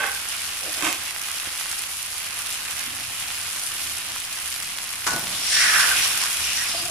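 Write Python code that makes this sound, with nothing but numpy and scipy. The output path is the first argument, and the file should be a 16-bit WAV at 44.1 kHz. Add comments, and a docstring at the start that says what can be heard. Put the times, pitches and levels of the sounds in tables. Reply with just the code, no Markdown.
"""A metal utensil slides and squeals over the crackle of sauce simmering in an aluminium wok on a gas ring.
A pot is nudged and dragged; then a steel ladle knocks into the wok and scrapes round it in a few pushes.
Sauce meets the hot wall, and the sizzle flares up and slowly settles. Bubbles are filtered random clicks,
spits are short snaps with noise, metal is ringing modes and moving resonances, and the flame is coloured noise."""
import sys
import numpy as np
from scipy import signal
from scipy.fft import rfft, irfft
from scipy.io import wavfile

SR = 44100
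rng = np.random.default_rng(int(sys.argv[2]) if len(sys.argv) > 2 else 0)


def bounce(signal):
    """Save signal as a 16-bit WAV file at the path given by the first command-line argument."""
    frames = np.transpose(np.atleast_2d(signal))
    limited = np.clip(frames, -1, 1)
    pcm = np.round(limited * 32767).astype(np.int16)
    wavfile.write(sys.argv[1], SR, pcm)


N = 304290  # length in samples

# flame level; only its movement about the mean counts: time_s, level_db
FLAME = [(1.0, -56), (1.87, -59), (3.09, -52.5), (4.43, -55.5), (5.19, -52.5), (6.6, -49.5), (6.9, -44)]
FLAME_DB = -52.5
# colour of the flame: freq_hz, level_db
BURNER_COLOUR = [(20, -3.5), (50, -8), (80, 5.5), (100, -2), (120, -3), (170, -7), (300, -9), (600, -20.5),
                 (1500, -44)]

# faint low rumble nearby: start_s, length_s, level_db; its resonances: freq_hz, width_hz, level_db
RUMBLE = [(2.86, 0.075, -48), (3.08, 0.16, -65), (3.8, .35, -56)]
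RUMBLE_TONES = [(119, 6.9, 9.5), (264, 67, 3)]
# a metal utensil slides nearby: start_s, length_s, level_db; its resonances: freq_hz, width_hz, level_db
UTENSIL = [(0, 0.058, -29)]
UTENSIL_TONES = [(292, 160, -21.5), (500, 120, -16), (588, 170, -10.5), (805, 190, -9.5), (1060, 180, -9.5),
                 (1590, 260, -9.5), (2100, 510, -10), (2510, 280, -13), (3050, 630, -17), (8000, 4800, -30)]
# it squeals as it goes: start_s, length_s, level_db, pitch_hz
SQUEALS = [(.004, 0.014, -29.5, 1545), (.027, .002, -28, 1570), (.038, 0.0042, -25.5, 1555),
           (.06, 0.0035, -36, 1520), (.077, 0.022, -31.5, 1570), (.115, .016, -34, 1545),
           (.156, 0.02, -37, 1520)]
# a pot is first nudged: start_s, length_s, level_db; its resonances: freq_hz, width_hz, level_db
NUDGE = [(.63, 0.056, -41)]
NUDGE_TONES = [(323, 140, 3), (544, 280, 6.5), (670, 130, -8)]
# then it gives and is dragged: start_s, length_s, level_db; its resonances: freq_hz, width_hz, level_db
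DRAG = [(.775, .03, -31.5), (.84, 0.018, -25.5), (.868, 0.019, -27), (.912, .01, -34)]
DRAG_TONES = [(314, 100, 0.5), (650, 340, -0.5), (1048, 63, 4), (1166, 160, 2), (1537, 49, 5.5),
              (1860, 300, -2.5), (2130, 170, 3), (2370, 190, 3.5), (2625, 87, 5), (2830, 360, 1),
              (3120, 280, 1), (3710, 220, -1), (5900, 8300, -8)]
# it catches on the way: start_s, rim_db, base_db
CATCHES = [(0.824, -31, -50), (.832, -46, -21.5), (.845, -34, -46), (.867, -31, -47), (.875, -37, -22.5),
           (.889, -35, -30), (.903, -40, -37)]
# modes of the pot's rim and of its base: freq_hz, level_db, t60_s
POT_RIM = [(1080, -4, 0.12), (2190, -10, .16), (2595, -1.5, .5), (2665, -8, .3), (3150, -9, .12)]
POT_BASE = [(309, -3, 0.059), (355, -15, .08), (1044, -7, 0.073), (1240, -5, .05)]
SLIDE_RISE_S = 0.0099

# sauce slops under the ladle and soft bumps reach the stove: peak_s, level_db, rise_s, fall_s
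SLOPS = [(1.473, -35.5, 0.0009, 0.0066), (5.08, -36.5, 0.0096, 0.064), (5.135, -35, 0.0097, 0.036),
         (5.17, -43, 0.0066, 0.033), (5.24, -42.5, 0.03, 0.18), (5.8, -54, 0.086, 0.54)]
# colour of the slops: freq_hz, level_db
SLOP_COLOUR = [(50, -7), (150, 4.5), (260, 4), (420, -3), (660, 2), (950, 2.5), (2000, -59)]
# air trapped as the ladle plunges in: start_s, level_db, pitch_hz
GLUGS = [(5.086, -31, 620), (5.121, -35, 525), (5.129, -38, 229), (5.139, -30, 476)]

# the ladle lands and bounces, relative levels: start_s, blow_db, hard_crack_db
BLOWS = [(5.0665, -2, -2), (5.0746, -7, -2), (5.0841, -11, -10), (5.1052, -8, -9), (5.1173, -11, -8),
         (5.1343, -13, -9), (5.16384, -19, -14)]
# colour of the crack: freq_hz, level_db
KNOCK_COLOUR = [(60, -19), (300, -12), (600, -7), (1000, 6.5), (1900, 5), (2800, -3), (5500, 3),
                (10000, -6), (15000, -16)]
# the wok's modes, struck on the wall or rubbed on the bottom: freq_hz, struck_db, rubbed_db, t60_s
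WOK_MODES = [(351, -12, -7, 0.24), (656.3, -9, 10, 0.65), (956, -1, -17, .12), (1114, -4, -4.5, 1),
             (1136, -12, -25, 0.63), (1360, -14, -15, 0.21), (1482, -12, -3, 0.2), (1476, 1, -4, 0.39),
             (1488, -3, -8, 0.24), (1530, -16, -4, 0.24), (1647, -10, -8.5, 0.51), (1710, -11, -16, 0.33),
             (1765, -11, -4, .2), (1890, -19, -13, 0.22), (1914, -15, -7, 0.14), (2100, -16, -16, .24),
             (2450, -25, -8, 0.37), (2670, -23, 4, 0.17), (2900, -5, -7, 0.24), (5360, -18, -5, .15),
             (5800, -18, -5, .12)]
# pushes of the ladle:
# start_s, length_s, pressure_db, blade_hiss_db, contact_resonance_hz, contact_width_hz, edge_resonance_hz
PUSHES = [(5.351, 0.015, -44, -37, 3430, 600, 3500), (5.587, 0.19, -24, -25.5, 1820, 1290, 5560),
          (5.82, 0.026, -25, -29, 1460, 700, 5400), (5.885, 0.041, -31, -43, 1590, 340, 5450),
          (5.95, 0.021, -36, -39, 2750, 1200, 5440), (5.991, 0.014, -33, -38, 2100, 700, 5400),
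          (6.05, 0.013, -43, -29, 3030, 900, 5600), (6.233, 0.025, -40.5, -34, 1200, 700, 5450),
          (6.46, 0.07, -36.5, -34.5, 2630, 1220, 5700), (6.582, 0.035, -34.5, -32, 1680, 1200, 5600),
          (6.652, .012, -37.5, -37, 2310, 450, 5450), (6.707, 0.033, -53, -34, 2900, 600, 5400),
          (6.78, 0.037, -55, -36, 2920, 600, 4830)]
# colour of the blade's hiss: freq_hz, level_db
BLADE_COLOUR = [(400, -19.5), (1000, -11), (1700, -14), (2900, 3), (3800, 3), (4900, 4), (5500, 0),
                (6200, -3), (7000, 1), (8200, -5), (9400, 4), (12000, -74), (15000, -71)]
PUSH_RISE_S, PUSH_FALL_S = 0.015, 0.017
# longer pushes build up and run out more slowly, by these shares of their length
RUN_IN, BLADE_RUN_IN, RUN_OUT = 0.15, 0.51, 0.32
CONTACT_SAG_HZ_PER_S = 1900  # the contact resonance sinks through a push
# the edge hisses first, then beds in
BLADE_LEAD_S, BLADE_RISE_S, BLADE_SAG_DB_PER_S = 0.018, 0.022, 36
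EDGE_WIDTH_HZ = 710
# the blade catches and lets go: mean gap, fall time, height of the leap
JERK_GAP_S, JERK_FALL_S, JERK_DB = .027, 0.0087, 6
# the blade judders on the metal: start_s, length_s, level_db, pitch_hz
JUDDER = [(5.165, 0.022, -39, 680), (6.745, 0.018, -39.5, 679.6), (6.775, 0.035, -47.5, 721),
          (6.822, 0.018, -40, 676), (6.858, 0.0087, -39, 718), (6.885, .02, -42, 669)]
# partials of the judder: multiple_of_pitch, level_db
JUDDER_TONES = [(.5, -10), (1, 0), (1.73, -6)]

# the simmer; only its movement about the mean counts: time_s, fine_fizz_db, large_bubbles_db
SIMMER = [(.4, -36.5, -34.5), (1.08, -37, -35), (1.35, -38, -34.5), (1.72, -36.5, -35), (1.95, -37, -37.5),
          (2.35, -37, -35), (2.53, -36, -35.5), (2.65, -38.5, -34.5), (2.8, -36, -34), (3.02, -38.5, -36),
          (3.2, -37, -34.5), (3.5, -36, -35.5), (3.77, -34.5, -34.5), (4.05, -37, -35.5),
          (4.27, -38, -36.8), (4.45, -36, -35.5), (4.72, -38.5, -36.5), (5.0, -37.5, -36.5)]
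SIMMER_DB, LARGE_DB = -37, 0.5  # mean heat level before the sizzle's gain, mean share of large bubbles
# sauce meets the hot wall, on the same level scale as the simmer: start_s, hold_s, level_db
FLARE = (5.8, .08, -29)
FLARE_RISE_S, FLARE_FALL_S, FLARE_LARGE_DB = .35, .76, 3.5  # at its height the bubbles are larger
# colour of the sizzle: freq_hz, level_db
SIZZLE_COLOUR = [(250, -15.5), (480, -12.5), (720, -5), (920, -5), (1150, -.6), (1750, -1), (2850, 3.5),
                 (3900, -0.5), (5400, 0), (6400, -2), (8400, -2.5), (9300, 2.5), (11000, 1), (12500, -5.5),
                 (15000, -11.5)]
POP_LOW_HZ, POP_HIGH_HZ = 1560, 3200  # pitches of single bubbles
# the loudest spits of sauce, levels before the high-pass: start_s, level_db, pitch_hz
SPITS = [(0.928, 0, 9100), (0.958, -10.5, 2800), (1.053, -9, 5800), (1.163, -8, 2400), (1.265, -10, 6000),
         (1.286, -8, 3000), (1.461, -9, 2700), (1.611, -12, 1500), (1.659, -13.5, 1400),
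         (1.73, -10.5, 2010), (1.838, -7, 3400), (2.42, -10, 8000), (2.505, -3, 7900), (2.542, -5, 9500),
         (2.578, -14, 8000), (3.233, -19, 2600), (3.304, -11, 2800), (3.501, -7, 9100), (3.561, -10, 2400),
         (4.162, -10.5, 1500), (4.562, -6.5, 4000), (4.635, -13, 2900), (4.786, -5, 3460),
         (4.937, -10, 2600), (5.163, -2, 8800), (5.195, -3, 9300), (5.271, -6, 3600), (6.176, -2, 6500),
         (6.238, 0, 5500), (6.258, -7, 3000)]
# lesser spits come at random
SPITS_PER_S, LESSER_SPIT_DB, SPIT_LOW_HZ, SPIT_HIGH_HZ = 1.1, -25, 2800, 9000

# the two microphone ports: freq_hz, left_minus_right_db
PORTS = [(100, -3), (350, -2.5), (600, -0.7), (1300, -1.5), (1700, -5), (2900, -2.5), (4000, -0.5),
         (6000, -3), (7500, 4), (9300, 2.5), (10000, -2), (10900, -5.5), (13000, -2.5)]
KITCHEN_T60_S, CUTOFF_HZ = 0.42, 15400


def from_db(db):
    """Decibels to gain."""
    return 10 ** (np.asarray(db) / 20)


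def rms_one(x):
    """Scale a stereo sound so that its middle has rms 1."""
    return x / np.sqrt(np.mean(x.mean(0) ** 2) + 1e-20)


def in_time(rows):
    """Each column of a curve at every sample."""
    s, *columns = np.transpose(rows)
    return [np.interp(np.arange(N) / SR, s, column) for column in columns]


def swell(s, hold_s, db, rise_s, fall_s, sag_db_per_s=0):
    """Gain that rises to its level at s, holds (perhaps sagging) and dies away."""
    t = np.arange(N) / SR - s
    away = np.maximum(-t / rise_s, (t - hold_s) / fall_s).clip(0, 20)
    return from_db(db - sag_db_per_s * t.clip(0, hold_s)) * np.exp(-away)


def drift(corner_hz):
    """Slow chance with spread about 1: noise through a double pole, made at every 40th sample."""
    r = np.exp(-2 * np.pi * corner_hz * 40 / SR)
    noise = rng.standard_normal(N // 40 + 2002)
    slow = signal.lfilter([1], [1, -2 * r, r * r], noise)[2000:]  # skip the filter's start
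    return np.interp(np.arange(N) / 40, np.arange(len(slow)), slow / slow.std())


def colour(x, spectrum, size=4096):
    """Causal (minimum-phase) filter that follows a spectrum, by way of the cepstrum."""
    hz, db = np.transpose(spectrum)
    grid = np.maximum(np.arange(size // 2 + 1) * SR / size, 1)
    grid_db = np.interp(np.log(grid), np.log(hz), db)
    cepstrum = irfft(np.log(from_db(grid_db)))
    cepstrum[1:size // 2] *= 2
    cepstrum[size // 2 + 1:] = 0
    impulse = irfft(np.exp(rfft(cepstrum)))
    return signal.oaconvolve(x, impulse[None], axes=1)[:, :N]


def resonator(hz, width_hz):
    """Coefficients of a resonance with gain about 1 on top."""
    r = np.exp(-np.pi * width_hz / SR)
    return (1 - r * r) / 2 * np.array([1, 0, -1]), [1, -2 * r * np.cos(2 * np.pi * hz / SR), r * r]


def resonate(x, tones):
    """Parallel resonances, each passed twice, with deep valleys between them."""
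    out = 0
    for hz, width_hz, db in tones:
        b, a = resonator(hz, width_hz)
        once = signal.lfilter(b, a, x + 1e-18)
        out = out + from_db(db) * signal.lfilter(b, a, once)
    return out


def ring(force, modes):
    """Decaying sines set off by a force, with alternating sign from mode to mode."""
    out = 0
    for k, (hz, db, t60_s) in enumerate(modes):
        r, w = from_db(-60 / (t60_s * SR)), 2 * np.pi * hz / SR
        tone = signal.lfilter([0, np.sin(w)], [1, -2 * r * np.cos(w), r * r], force + 1e-18)
        out = out + (-1) ** k * from_db(db) * tone
    return out


def glide(x, centre_hz, width_hz, size=256):
    """A steep-sided resonance whose centre and width move, updated block by block."""
    out, state = np.zeros((2, N)), np.zeros((2, 2, 2))
    for i in range(0, N, size):
        section = np.concatenate(resonator(centre_hz[i], width_hz[i]))
        out[:, i:i + size], state = signal.sosfilt([section, section], x[:, i:i + size], zi=state)
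    return out / np.sqrt(width_hz)


def clicks(per_s, spread_db, lag_s, pan_db):
    """Random clicks of uneven size and sign, each with its own lag and balance between the ports."""
    at = np.flatnonzero(rng.random(N) < per_s / SR)
    size_db = spread_db * np.minimum(rng.exponential(1, len(at)), 3.3)
    size = from_db(size_db) * rng.choice([-1, 1], len(at))
    lag, pan = rng.standard_normal(len(at)), rng.uniform(-1, 1, len(at))
    right_at = np.clip(at + np.round(lag * lag_s * SR).astype(int), 0, N - 1)
    out = np.zeros((2, N))
    out[0, at] = size * from_db(pan_db * pan)
    out[1, right_at] = size * from_db(-pan_db * pan)
    return out + 1e-18


def kitchen(x, wet_db):
    """Add dense reflections from nearby walls: decaying noise, different at each port."""
    t = np.arange(SR // 2) / SR
    tail = rng.standard_normal((2, len(t))) * from_db(-60 * t / KITCHEN_T60_S) * (t > .002)
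    tail /= np.sqrt(np.sum(tail ** 2, axis=1, keepdims=True))
    return x + from_db(wet_db) * signal.oaconvolve(x, tail, axes=1)[:, :N]


def balance(left_minus_right_db):
    """Gains of the left and right ports."""
    return from_db([[left_minus_right_db / 2], [-left_minus_right_db / 2]])


def rub(moves, tones, fall_s, per_s, wet_db, pan_db):
    """Stick and slip excite the resonances of a sliding object, which ring on after the push."""
    push = np.max([swell(s, length, db, SLIDE_RISE_S, fall_s) for s, length, db in moves], axis=0)
    slips = clicks(per_s, spread_db=2.0, lag_s=.00005, pan_db=2.5)
    steady = resonate(slips, tones).mean(0).std()  # loudness under a constant push of gain 1
    return kitchen(resonate(slips * push, tones) / steady, wet_db) * balance(pan_db)


def sing(grips, partials, rise_s, fall_s, waver, rough_db):
    """Metal grips metal in short fits; each fit sings at its own unsteady pitch."""
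    levels = np.array([swell(s, length, db, rise_s, fall_s) for s, length, db, _ in grips])
    pitch_hz = np.average([np.full(N, hz) for *_, hz in grips], axis=0, weights=levels ** 2)
    phase = 2 * np.pi * np.cumsum(pitch_hz * (1 + waver * drift(110))) / SR
    tone = sum(from_db(db + rough_db * drift(140)) * np.sin(ratio * phase) for ratio, db in partials)
    return np.sqrt(2) * levels.max(0) * np.array([tone, tone])


def burner(apart=0.37, swing=0.72):
    """The flame's low rumble: coloured noise, nearly the same at both ports, its movement scaled by swing."""
    flame_db, = in_time(FLAME)
    air = rng.standard_normal(N) + apart * rng.standard_normal((2, N))
    level_db = FLAME_DB + swing * (flame_db - flame_db.mean())
    return from_db(level_db) * rms_one(colour(air, BURNER_COLOUR))


def nearby_rumble():
    """Faint low swells of clicks through two low resonances."""
    return rub(RUMBLE, RUMBLE_TONES, fall_s=0.066, per_s=900, wet_db=-9, pan_db=-1.5)


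def utensil_slide():
    """Stick and slip along the utensil excite its resonances."""
    return rub(UTENSIL, UTENSIL_TONES, fall_s=0.033, per_s=1500, wet_db=-2.5, pan_db=-3.0)


def squeal():
    """The sliding utensil locks onto one of its modes in a rough, broken squeak."""
    squeak = sing(SQUEALS, [(1, 0)], rise_s=.005, fall_s=.006, waver=.02, rough_db=3)
    return kitchen(squeak, wet_db=-15)


def pot_nudge():
    """A brief rub excites the low resonances of the pot."""
    return rub(NUDGE, NUDGE_TONES, fall_s=.02, per_s=1300, wet_db=-2, pan_db=-3.0)


def pot_drag():
    """Stick and slip under the dragged pot excite its resonances."""
    return rub(DRAG, DRAG_TONES, fall_s=0.023, per_s=900, wet_db=-4, pan_db=-2.5)


def pot_clinks(clack_db=10, clack_s=0.0036, pan_db=-5.0):
    """Each catch of the pot clacks through its body, thuds in its base and leaves the rim ringing."""
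    rim, base = np.zeros((2, 2, N))
    for s, rim_db, base_db in CATCHES:
        at = round(s * SR)
        rim[:, at], base[:, at] = from_db(rim_db), from_db(base_db)
    clacks = sum(swell(s, 0, db + clack_db, .0002, clack_s) for s, db, _ in CATCHES)
    noise = rng.standard_normal(N) + rng.standard_normal((2, N))
    body = rms_one(resonate(noise, DRAG_TONES))
    pot = ring(rim, POT_RIM) + ring(base, POT_BASE) + clacks * body
    return kitchen(pot, wet_db=-6) * balance(pan_db)


def slops():
    """Sauce slops and soft bumps: dull swells that rise quickly and die away."""
    swells = sum(swell(s, 0, db, rise, fall) for s, db, rise, fall in SLOPS)
    grains = clicks(4000, spread_db=3.5, lag_s=.00008, pan_db=-2)
    return swells * rms_one(kitchen(colour(grains, SLOP_COLOUR), wet_db=-14))


def glugs(cycles=14):
    """The ladle traps a few pockets of air, which ring low and fall by 60 dB in this many cycles."""
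    out = np.zeros((2, N))
    for s, db, hz in GLUGS:
        out += ring(signal.unit_impulse(N, round(s * SR)), [(hz, db, cycles / hz)])
    return kitchen(out, wet_db=-16)


def wok(force, rubbed):
    """The pan rings in its modes; how strongly depends on where it is touched."""
    modes = [(hz, rubbed_db if rubbed else struck_db, t60) for hz, struck_db, rubbed_db, t60 in WOK_MODES]
    return ring(force, modes)


def ladle_knock(ring_db=-28.5, crack_db=-17.0, crack_s=0.0084):
    """The ladle lands: each bounce cracks and sets the wok ringing."""
    force, crack, t = np.zeros((2, N)), np.zeros(N), np.arange(N) / SR
    for s, blow_db, hard_db in BLOWS:
        at = round(s * SR)
        force[:, at] = from_db(blow_db)
        crack[at:] = np.maximum(crack[at:], from_db(hard_db) * np.exp(-t[:N - at] / crack_s))
    noise = rng.standard_normal(N) + 1.9 * rng.standard_normal((2, N))
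    grit = rms_one(colour(noise, KNOCK_COLOUR))
    ringing = kitchen(from_db(ring_db) * wok(force, rubbed=False), wet_db=-15)
    return ringing + kitchen(from_db(crack_db) * crack * grit, wet_db=-4.5)


def stirring():
    """Pressure, hiss and the moving resonances over all pushes; the strongest push dominates the resonances."""
    t, pressures, hisses, contacts, widths, edges = np.arange(N) / SR, [], [], [], [], []
    for s, length, pressure_db, hiss_db, contact_hz, width_hz, edge_hz in PUSHES:
        fall_s = PUSH_FALL_S + RUN_OUT * length
        pressures.append(swell(s, length, pressure_db, PUSH_RISE_S + RUN_IN * length, fall_s))
        blade_rise_s = BLADE_RISE_S + BLADE_RUN_IN * length
        hisses.append(swell(s - BLADE_LEAD_S, length, hiss_db, blade_rise_s, fall_s, BLADE_SAG_DB_PER_S))
        contacts.append(contact_hz - CONTACT_SAG_HZ_PER_S * (t - s).clip(0, length))
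        widths.append(np.full(N, width_hz))
        edges.append(np.full(N, edge_hz))
    contact = np.average(contacts, axis=0, weights=np.power(pressures, 4))
    width = np.average(widths, axis=0, weights=np.power(pressures, 4))
    edge = np.average(edges, axis=0, weights=np.power(hisses, 4))
    return np.max(pressures, axis=0), np.max(hisses, axis=0), contact, width, edge


def jerks(count=500):
    """Gain of the scrape: it leaps at uneven intervals and falls back."""
    t = np.arange(N) / SR
    starts = np.append(0, np.cumsum(JERK_GAP_S * rng.uniform(.5, 1.5, count)))
    since = t - starts[np.searchsorted(starts, t, "right") - 1]
    return from_db(JERK_DB * np.exp(-since / JERK_FALL_S))


def ladle_scrape(contact_db=2.0, ring_db=-7, blade_db=2.0, edge_db=-1.5, chatter_db=1.5):
    """The blade slips in tiny jerks, through two moving resonances and into the wok's modes."""
    pressure, hiss, contact_hz, width_hz, edge_hz = stirring()
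    slips = clicks(6000, spread_db=2.5, lag_s=.00008, pan_db=2.5) * from_db(chatter_db * drift(69))
    contact = glide(slips * jerks(), contact_hz, width_hz)
    contact = signal.sosfilt(signal.butter(2, [1000, 7000], "band", fs=SR, output="sos"), contact)
    ringing = rms_one(wok(contact, rubbed=True))
    body = from_db(contact_db) * rms_one(contact) + from_db(ring_db) * ringing
    edge_slips = clicks(5000, spread_db=9.5, lag_s=.00008, pan_db=0.0)
    edge = glide(edge_slips, edge_hz, np.full(N, EDGE_WIDTH_HZ))
    blade = from_db(blade_db) * rms_one(colour(slips, BLADE_COLOUR)) + from_db(edge_db) * rms_one(edge)
    return kitchen(pressure * body + hiss * blade, wet_db=-4.0)


def judder():
    """The blade catches on the pan and groans in a few unsteady partials."""
    groan = sing(JUDDER, JUDDER_TONES, rise_s=.008, fall_s=0.0109, waver=.04, rough_db=3)
    return kitchen(groan, wet_db=-12)


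def spits(spray_db=-17, spray_s=.0013):
    """A large bubble snaps once, a fast-dying sine, and sprays fine droplets, a burst of noise."""
    out, t = np.zeros((2, N)), np.arange(SR // 100) / SR
    lesser = []
    for when, pitch in rng.random((round(SPITS_PER_S * N / SR), 2)):
        hz = SPIT_LOW_HZ * (SPIT_HIGH_HZ / SPIT_LOW_HZ) ** pitch
        lesser.append((when * (N - len(t)) / SR, LESSER_SPIT_DB, hz))
    for s, db, hz in SPITS + lesser:
        at = round(s * SR)
        snap = np.sin(2 * np.pi * hz * t) * np.exp(-2.4 * hz * t)
        spray = from_db(spray_db) * rng.standard_normal((2, len(t))) * np.exp(-t / spray_s)
        out[:, at:at + len(t)] += from_db(db) * (snap + spray)
    return kitchen(signal.sosfilt(signal.butter(2, 900, "high", fs=SR, output="sos"), out), wet_db=-8)


def heat():
    """Level of the sizzle and share of large bubbles, in dB: the simmer plus the flare on the hot wall."""
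    fizz_db, bubbles_db = (db - db.mean() for db in in_time(SIMMER))
    simmer = from_db(SIMMER_DB + fizz_db)
    flare = swell(*FLARE, FLARE_RISE_S, FLARE_FALL_S)
    large_db = LARGE_DB + bubbles_db - fizz_db + FLARE_LARGE_DB * (flare / flare.max()) ** 2
    return 20 * np.log10(np.hypot(simmer, flare)), large_db


def crackle(busy, per_s=140, spread_db=4.0, spray_s=0.00094):
    """Droplets flash on the hot metal: a sudden bright spurt that dies within a millisecond or two."""
    flashes = np.abs(clicks(per_s * busy * from_db(3 * drift(10)), spread_db, lag_s=.0001, pan_db=5.0))
    power = signal.lfilter([1], [1, -np.exp(-2 / (spray_s * SR))], flashes ** 2 / busy)
    spurts = np.sqrt(power) * rng.standard_normal((2, N))
    bright = signal.butter(1, [5000, 12000], "band", fs=SR, output="sos")
    return rms_one(signal.sosfilt(bright, spurts))


def pops(heat_db, per_s=14, spread_db=2.5, cycles=12, level_db=-10, count=14):
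    """Bubbles in the thick sauce pop one by one, each ringing briefly at one of several pitches."""
    rings = 0
    for hz in np.geomspace(POP_LOW_HZ, POP_HIGH_HZ, count):
        bursts = clicks(per_s, spread_db, lag_s=.00005, pan_db=1.5)
        rings = rings + ring(bursts, [(hz, 0, cycles / hz)]) * np.sqrt(hz)
    return from_db(heat_db + level_db) * rms_one(kitchen(rings, wet_db=-2))


def sizzle(per_s=450, spread_db=3.5, clump_db=1.53, hiss_db=-6, gain_db=5.0, crackle_db=-6, count=10):
    """Bubbles burst in clumps, each a snap of about one cycle; a hotter pan bursts more of them."""
    heat_db, large_db = heat()
    busy = from_db(heat_db - np.median(heat_db)) ** 2  # the power grows with the number of bursts
    clumps, snaps = clump_db * drift(35), 0
    for hz in np.geomspace(600, 13000, count):
        rate = per_s * busy * from_db(clumps + 2.5 * drift(14))
        bursts = clicks(rate, spread_db, lag_s=.00009, pan_db=0.0)
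        band = signal.butter(1, [hz / 1.45, hz * 1.45], "band", fs=SR, output="sos")
        snaps = snaps + signal.sosfilt(band, rms_one(bursts / np.sqrt(busy)))
    hiss = rms_one(rng.standard_normal((2, N)))
    fizz = rms_one(snaps) + from_db(hiss_db) * hiss + from_db(crackle_db) * crackle(busy)
    large = signal.sosfilt(signal.butter(1, 3500, fs=SR, output="sos"), fizz)  # large bubbles sound low
    fizz = fizz + (from_db(large_db) - 1) * large
    bed = rms_one(kitchen(colour(fizz, SIZZLE_COLOUR), wet_db=-6.0))
    return from_db(heat_db + gain_db) * bed + pops(heat_db + large_db)


def scene():
    """The pan, the ladle a little to the left, and the kitchenware to the right."""
    kitchenware = utensil_slide() + squeal() + pot_nudge() + pot_drag() + pot_clinks()
    ladle = (ladle_knock() + ladle_scrape() + judder()) * balance(1.8)
    sauce = slops() + glugs() + spits() + sizzle()
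    return burner() + nearby_rumble() + kitchenware + ladle + sauce


def record(dry):
    """Each port has its own colour; the top is cut."""
    ports = []
    for k, side in enumerate((1, -1)):
        tilt = [(hz, side * db / 2) for hz, db in PORTS]
        ports.append(colour(dry[[k]], tilt))
    low_pass = signal.ellip(10, .2, 80, CUTOFF_HZ, fs=SR, output="sos")
    return signal.sosfilt(low_pass, np.vstack(ports))


dry = scene()
out = record(dry)
bounce(out)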